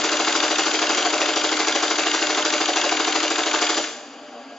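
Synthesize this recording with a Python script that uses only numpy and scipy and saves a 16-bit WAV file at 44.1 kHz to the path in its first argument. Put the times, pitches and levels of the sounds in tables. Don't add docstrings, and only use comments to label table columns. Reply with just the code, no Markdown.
import sys
import numpy as np
from scipy import signal
from scipy.fft import rfft, irfft, next_fast_len
from scipy.io import wavfile
from scipy.ndimage import uniform_filter1d

SR = 44100
rng = np.random.default_rng(int(sys.argv[2]) if len(sys.argv) > 2 else 0)


def ratio(d):
    e = np.asarray(d, float) / 20
    return 10 ** e


def unload_wav(signal):
    wavfile.write(
        sys.argv[1],
        SR,
        np.round(np.clip(np.atleast_2d(signal).T, -1, 1) * 32767).astype(np.int16),
    )


N = 202013
LEAD = SR // 2
TURN_S, TURN_COUNT = .07771, 49
# (time [s], thud [dB], rattle [dB], clutch click [dB])
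LAST_TURN = (3.845, -18, -12.5, -2)
LAST_S, LAST_THUD_DB, LAST_RATTLE_DB, LAST_CLICK_DB = LAST_TURN
# (frequency [Hz], level [dB])
MIC_RESPONSE = [(25, -30.5), (60, -16), (130, -15), (205, -15), (270, -1.5), (1500, 3.5), (1900, -3),
                (4400, -3.5), (7200, -2)]


def turns():
    # (time [s], shaft delay [ms])
    slip = [
        (0, -.4),
        (.9, -1.4),
        (.98, -.1),
        (2.22, -.2),
        (2.38, .9),
        (2.77, 0),
        (2.85, 1.9),
        (3.16, 1.9),
        (3.31, .6),
        (3.78, .4),
    ]
    # (side panel [dB], lid [dB], card bed [dB], pawl [dB])
    column_db = [(-4, -1.5, 2, 0), (2, -2.5, 2.5, 2), (0.5, 1.5, 3, 2), (-5.0, -2.5, 3, 2),
                 (-1, -2.5, 2, 3), (5.5, 0, 3.5, 2.5), (1.5, 0, -1.5, 1.5), (-11, 3, 0, 1.5),
                 (-3, -5.5, 2.5, 0), (-8.5, -2, -3.5, 0.5), (2, -3, 0, 4), (-1.5, -0.5, 2.5, -1),
                 (4.5, -1, -2, 4), (-2, 5, 1.5, 1.5), (3, -1.5, 2.5, 1.5), (7, 0.5, 1, 0.5),
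                 (0, -1, -1, 2.5), (2, 0, -0.5, -2.5), (1.5, 0, 1, -0.5), (-6, -1, -1.5, 0.5),
                 (-5, 0, 0.5, 3), (-3.5, -1, 2, -0.5), (4, 1.5, -3, 0.5), (2, 2, 2.5, -0.5),
                 (-1, 0, 2.5, -1), (1, 1, -0.5, -1), (-7, 3.5, 0, 0.5), (-6, 0.5, 3, 3), (1, 0.5, -7, -2),
                 (1, -1.0, 3.5, 2), (0.5, 2, 3.5, 3.5), (1.5, -3, 1, -1.5), (3, 0, 1, 2),
                 (-1.5, -1, 3, -0.5), (4.5, 4.5, -1.5, 2.5), (0.5, 1.5, 2.5, -0.5), (4.5, -0.5, 2.5, 3.5),
                 (-8, 3.5, 0.5, 2.5), (-1, -1, 2, 2), (-8.5, 2.5, 0.5, 2.5), (-2.5, -1, 3, 2.5),
                 (3, -1.5, -1.5, 2), (-0.5, -0.5, -1, 0.5), (-2.5, 0.5, 2, 2), (4, 0, 0.5, 2),
                 (1, 0.5, 6, 1), (-2, 2.5, 0.5, 0), (-6, -5, 3, 1), (5, 0.5, -1.5, -2)]
    first_s = .0469
    s = first_s + TURN_S * np.arange(-5, TURN_COUNT)
    s = s + np.interp(s, *np.transpose(slip)) / 1000
    holes_db = np.pad(column_db, ((5, 0), (0, 0)))
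    rattle_db = -0.82 * rng.standard_normal(len(s))
    loaded = np.column_stack([s, holes_db, rattle_db])
    return np.vstack([loaded, (LAST_S, 0, 0, 0, LAST_CLICK_DB, LAST_RATTLE_DB)]).T


def punch():
    # (time from punch [ms], pitch [Hz], width [Hz], T60 [ms], scatter [ms])
    linkage = [(-38, 4200, 5000, 40, 1), (-1, 2500, 5000, 9, .2), (-7, 3800, 2500, 16, .8),
               (30, 5200, 3500, 18, .5), (-4.2, 1900, 1400, 14, .3), (-4, 4700, 1500, 14, .4),
               (-1.5, 3300, 2200, 16, .6), (-1.5, 6500, 1500, 16, .3), (.6, 4700, 1300, 22, .4),
               (3.3, 2600, 1500, 16, .3), (7.5, 3000, 4000, 30, .9), (15, 1800, 1400, 30, 1),
               (21, 4000, 5000, 30, 2), (30, 2200, 900, 14, .5), (-9.5, 5200, 3500, 35, 1.8),
               (-7.5, 5750, 300, 14, .4), (31, 2750, 500, 14, .6)]
    linkage_db = [-14, -13, -4, -10, -4, -9, 0, -24.5, -12.5, 4, -2, -3, -10.5, -10.5, -8, -3, -22.5]
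    # (time from release [ms], pitch [Hz], width [Hz], T60 [ms], scatter [ms])
    pawl = [
        (.3, 3500, 300, 9, .12),
        (1.2, 6600, 1200, 14, .4),
        (-.3, 1600, 600, 8, .2),
        (3.5, 2600, 1300, 14, .35),
        (9, 1700, 900, 12, .4),
        (11.5, 2000, 900, 10, .4),
        (1.2, 2850, 350, 9, .2),
        (.4, 3160, 260, 9, .12),
        (12.5, 2800, 350, 7, .2),
    ]
    pawl_contact_db = [-3.5, -11, -10, -0.5, -8.5, -15, -8.5, -4.5, -15.5]
    # (frequency [Hz], width [Hz], level [dB])
    steel_modes = [(2150, 99, -4), (2795, 75, -9), (3550, 160, -15), (4823, 94, 3), (5764, 47, -7.5),
                   (7080, 540, -2.5)]
    s, side_db, lid_db, bed_db, pawl_db, rattle_db = turns()
    release_s = s - np.where(s < LAST_S, .0331, .005)
    steel = ratio(-33.0) * clatter(linkage, linkage_db, s, rattle_db, snap=3.18)
    steel += ratio(-32.5) * clatter(pawl, pawl_contact_db, release_s, pawl_db, snap=4.33)
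    body = ratio(11.0) * cabinet(s, side_db, lid_db, bed_db)
    return body, filtered(steel, lambda f: 1 + modes(steel_modes)(f))


def cabinet(s, side_db, lid_db, bed_db):
    # (time from punch [ms], scatter [ms])
    knocks = [
        (-25, .3),
        (-11.3, .3),
        (-5.5, .3),
        (-1.6, .2),
        (3.5, .3),
        (10.2, .3),
        (13, .3),
        (23, .35),
        (31, .3),
    ]
    knock_db = [
        [-32, -30.5, -6, -5, -9, -32, -18, 0, -12.5],
        [-3, -4.5, -12, 1, -32.5, -13, -15, -20, -7.5],
        [-9, -21.5, -38.5, 0.5, -10.5, -31, -25, -10.5, -30],
        [-9.5, -16.5, -12.5, -7.5, -12, -15, -0.5, -21.5, -15.5],
        [-13.5, -13, -14, -2, -13, -5.5, -21, -20.5, -13],
        [-10, -8, -4.5, -1.5, -31.5, -17, -17, -20.5, -7],
    ]
    panel_hz = [272, 309, 338, 360, 400, 451, 575, 604, 720, 775, 797, 865, 930, 1000, 1090, 1205, 1310,
                1420, 1510, 1590]
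    # (width [Hz], level [dB])
    panels = [(30.3, -15), (15, 1), (17, -13.5), (11.5, -4.5), (18.3, -19.5), (9.75, 3.5), (24, -5),
              (17, -7.5), (15.8, 0), (30, -6.5), (27, -8), (47, -9), (47.6, -13.5), (60.4, -11.5),
              (54.3, -15.5), (53.6, -12), (59, -12.5), (58, -17.5), (58.6, -30.5), (65, -18.5)]
    thrown = [1, 1, 1, 1, -1, 1, -1, 1, -1, -1, -1, 1, -1, 1, -1, 1, -1, 1, -1, 1]
    part_top_hz = [330, 420, 500, 660, 830]
    part_late_ms = [3.5, 1.1, 0.2, 2.23, 0.88, -2.5]
    thud_db = [0.26, 0.26, 0.2, .3, 0.35, .3, .3, 0.36, 0.22, 0.25, 0.33, 0.27, 0.35, .3, .3, .3, 0.34, .3,
               0.24, 0.26, .3, 0.34, 0.18, .3, .3, .3, .3, 0.18, .3, 0.27, .3, 0.33, 0.42, .3, .3, 0.24,
               0.46, 0.24, 0.46, 0.39, 0.48, 0.33, 0.2, 0.28, 0.2, .3, 0.5, 0.35, 0.37]
    ms, scatter = np.transpose(knocks)
    luck = rng.standard_normal((len(s), len(ms), 3))
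    base_db = np.pad(thud_db, (len(s) - TURN_COUNT - 1, 1))
    part_db = [base_db, 0 * s, 0 * s, side_db, lid_db, bed_db]
    out = np.zeros((2, N + LEAD))
    for k, (hz, (width, panel_db)) in enumerate(zip(panel_hz, panels)):
        part = np.searchsorted(part_top_hz, hz)
        loose = .15 if part < 3 else 1
        late_ms = ms + part_late_ms[part] + loose * scatter * luck[..., 0]
        at = (s[:, None] + late_ms / 1000).ravel()
        shake_db = part_db[part] + LAST_THUD_DB * (s >= LAST_S)
        luck_db = 0.7 * luck[..., 1] + 1.1 * loose * rng.standard_normal(luck.shape[:2])
        push = ratio(np.array(knock_db[part]) + shake_db[:, None] + luck_db)
        travel_s = np.sin(2.4 * k) / hz ** .5 / 300
        blows = [spikes(at + travel_s, (push * sign).ravel()) for sign in (1, np.sign(luck[..., 2]))]
        out += thrown[k] * ratio(panel_db) * width / 1000 * resonator(blows, hz, width)
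    return out


def clatter(contacts, levels_db, s, db, snap):
    out = np.zeros((2, N + LEAD))
    grit = ratio(1.15 * rng.standard_normal(N + LEAD)) * rng.standard_normal((2, N + LEAD))
    shared = rng.standard_normal(len(s))
    last_loaded = s > LAST_S - TURN_S
    for k, ((ms, hz, width, t60_ms, scatter), level_db) in enumerate(zip(contacts, levels_db)):
        luck = rng.standard_normal((len(s), 2))
        at = s + (ms + scatter * (.8 * shared + .6 * luck[:, 0])) / 1000
        unlatched_db = -9 * (ms > 14) * last_loaded
        train = spikes(at, ratio(db + level_db + unlatched_db + 0.35 * luck[:, 1]))
        rise = signal.lfilter([.04], [1, -.96], train)
        shape = signal.lfilter([1], [1, -ratio(-60000 / t60_ms / SR)], rise)
        chatter = shape * np.roll(grit, 7919 * k, axis=1) + snap * train
        out += np.sqrt(4 * np.pi * width / 1000) * resonator(chatter, hz, width)
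    return out


def echoes(body, steel):
    tails = 5
    phase = np.arange(N + LEAD) / SR / TURN_S % tails

    def share(k):
        distance = np.abs((phase - k + tails / 2) % tails - tails / 2)
        return np.clip(1 - distance, 0, 1)

    return room(ratio(-7.5) * body) + sum(room(ratio(0.37) * share(k) * steel) for k in range(tails))


def room(x):
    # (frequency [Hz], T60 [s])
    decay = [(250, 0.46), (800, 0.63), (2500, 0.64), (7000, 0.77)]
    hz, t, z = signal.stft(rng.standard_normal((2, SR * 4 // 5)), SR, nperseg=256)
    tail = signal.istft(z * ratio(-60 * t / along(decay, hz)[:, None]), SR, nperseg=256)[1]
    tail = tail * np.minimum(np.arange(tail.shape[1]) / SR / .008, 1)
    answer = np.pad(tail, ((0, 0), (180, 0))) / np.linalg.norm(tail[0])
    return signal.fftconvolve(x, answer, axes=1)[:, :x.shape[1]]


def motor():
    # (frequency [Hz], level per Hz [dB])
    whirr_spectrum = [(53, -63.5), (90, -32.5), (177, -19.5), (242, -8), (369, -7), (702, -2), (874, -7),
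                      (1630, -10.5), (1890, -14.5), (2990, -11), (4180, -21), (4810, -11.5), (5370, -22.5),
                      (7200, -19.5), (9360, -64), (15800, -120)]
    # (frequency [Hz], width [Hz], rms level [dB])
    motor_lines = [(155, 8, -59), (445, 30, -60.5), (687, 9.1, -61.5), (804, 15, -54.5), (1147, 14, -62),
                   (1390, 15, -63.5), (1632, 9, -57)]
    # (time [s], pitch [Hz], rms level [dB], half length [ms])
    shudders = [(3.99, 602, -47, 54), (4.176, 242.6, -44, 25), (4.265, 600, -45, 67),
                (4.28, 273, -44.5, 26), (4.34, 760, -41.5, 11), (4.363, 242, -42.5, 63),
                (4.365, 467, -46, 29), (4.379, 586, -43, 47), (4.384, 704, -46, 38), (4.479, 266, -42, 33),
                (4.525, 233, -43.5, 22), (4.526, 596, -45, 18), (4.53, 699, -46, 61)]
    t = np.arange(N) / SR

    def noise():
        return rng.standard_normal((2, N))

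    def line(hz, width):
        return unit(filtered(noise(), lambda f: np.exp(-((f - hz) / width) ** 2)))

    def fuzz(f):
        return sum(ratio(db) * np.sqrt(SR / 2.5 / width) * np.exp(-((f - hz) / width) ** 2)
                   for hz, width, db in motor_lines)

    rush = filtered(patchy(noise(), depth_db=1.5),
                    lambda f: ratio(along(whirr_spectrum, f) - along(MIC_RESPONSE, f)))
    whirr = ratio(-43) * ratio(-2.5 * (t - 5.0)) * unit(rush)
    hum = ratio(-52.5) * (line(240, 17.0) + line(250, 0.98) + 1.5 * line(284, 37))
    drift = np.cumsum(noise(), axis=1) * 0.01
    song = np.zeros((2, N))
    for s, hz, db, half_ms in shudders:
        swell = np.exp(-((t - s) * 1000 / half_ms) ** 2)
        song += ratio(db + 3.5) * swell * np.sin(2 * np.pi * hz * t + drift * hz / 600)
    return whirr + hum + song + filtered(noise(), fuzz)


def patchy(x, depth_db):
    z = signal.stft(x, nperseg=512)[2]
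    field = uniform_filter1d(rng.standard_normal(z.shape[1:]), size=4, axis=0)
    field = uniform_filter1d(field, size=5, axis=1)
    return signal.istft(z * ratio(depth_db * unit(field)), nperseg=512)[1][:, :N]


def resonator(x, hz, width):
    fade = np.exp(-np.pi * width / SR)
    return signal.lfilter([1, -1], [1, -2 * fade * np.cos(2 * np.pi * hz / SR), fade ** 2], x)


def modes(table):
    return lambda f: sum(ratio(db) * 1j * f * w / (c * c - f * f + 1j * f * w) for c, w, db in table)


def spikes(s, size):
    at = np.clip(np.round(s * SR).astype(int) + LEAD, 0, N + LEAD - 1)
    return np.bincount(at, size, N + LEAD)


def unit(x):
    return x / np.sqrt(np.mean(x ** 2) + 1e-20)


def along(points, hz):
    f, v = np.transpose(points)
    return np.interp(np.log(hz + 1), np.log(f + 1), v)


def filtered(x, response):
    m = next_fast_len(x.shape[-1] + SR // 4)
    return irfft(rfft(x, m) * response(np.fft.rfftfreq(m, 1 / SR)), m)[..., :x.shape[-1]]


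def scene():
    # (frequency [Hz], coherence [-])
    alike = [(60, 0.99), (250, 0.99), (700, 0.985), (2400, 0.91), (8000, 0.56)]
    # (frequency [Hz], level [dB])
    lean = [(60, 0.15), (310, 1.1), (1580, 1.5), (8090, 0.95)]
    # (frequency [Hz], phase lead [rad])
    ahead = [(300, .03), (1000, .2), (2930, .5), (5170, .25), (7500, .15)]
    body, steel = punch()
    pair = (body + steel + echoes(body, steel))[:, LEAD:] + motor()

    def mixing(hz):
        turn = np.arccos(np.clip(along(alike, hz), 0, 1)) / 2
        return np.array([np.cos(turn), np.sin(turn)])

    def ports(hz):
        halves = [.5, -.5]
        return ratio(np.outer(halves, along(lean, hz))) * np.exp(1j * np.outer(halves, along(ahead, hz)))

    mid, side = filtered(pair, mixing)
    return filtered(np.array([mid + side, mid - side]), ports)


def roll_off(x):
    return signal.sosfilt(signal.butter(12, 9250, fs=SR, output="sos"), x)


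def record(dry):
    # (frequency [Hz], level [dB])
    top_edge = [(7280, 0), (7400, -21.5), (7540, -42.5), (8000, -85)]
    # (start [s], end [s])
    mirror_gaps = [
        (2.335, 2.4),
        (2.475, 2.54),
        (3.105, 3.14),
        (3.66, 3.725),
    ]

    def notch(seam_hz, width_hz):
        return lambda hz: ratio(-34 * np.exp(-np.abs(hz - seam_hz) / width_hz))

    def edge_db(hz):
        return np.interp(hz, [8550, 8700, 8920, 8970], [-40, -15.5, -21, -90], left=-200, right=-200)

    x = filtered(dry, lambda hz: ratio(along(MIC_RESPONSE, hz) + np.interp(hz, *np.transpose(top_edge))))
    high = np.repeat(1. * (rng.random(N // 1024 + 1) > .5), 1024)[:N]
    high = uniform_filter1d(high, size=512)
    upper = filtered(x, notch(seam_hz=5525, width_hz=94))
    lower = filtered(x, notch(seam_hz=5390, width_hz=71))
    x = high * upper + (1 - high) * lower
    mono = x.mean(axis=0)
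    mirror = (.7 * mono + .3 * x) * np.cos(2 * np.pi * 16000 * np.arange(N) / SR)
    loudness = np.sqrt(np.abs(uniform_filter1d(mono ** 2, size=2048)))
    rumble = unit(filtered(rng.standard_normal(N), lambda hz: 1 / (1 + (hz / 170) ** 4)))
    grit = ratio(-43.0) * loudness ** 1.68 * rumble
    treble = np.sqrt(np.abs(uniform_filter1d(np.gradient(mono) ** 2, size=4096)))
    kept = np.repeat(rng.random(N // 1024 + 1) > .07, 1024)[:N]
    kept = kept * (treble > ratio(1.6) * treble[-8192:].mean())
    kept = kept * (np.searchsorted(np.ravel(mirror_gaps), np.arange(N) / SR) % 2 == 0)
    gated = uniform_filter1d(1. * kept, size=512) * mirror
    x = x + filtered(gated, lambda hz: ratio(edge_db(hz))) + ratio(12.0) * grit
    return roll_off(x)


dry = scene()
out = record(dry)
unload_wav(out)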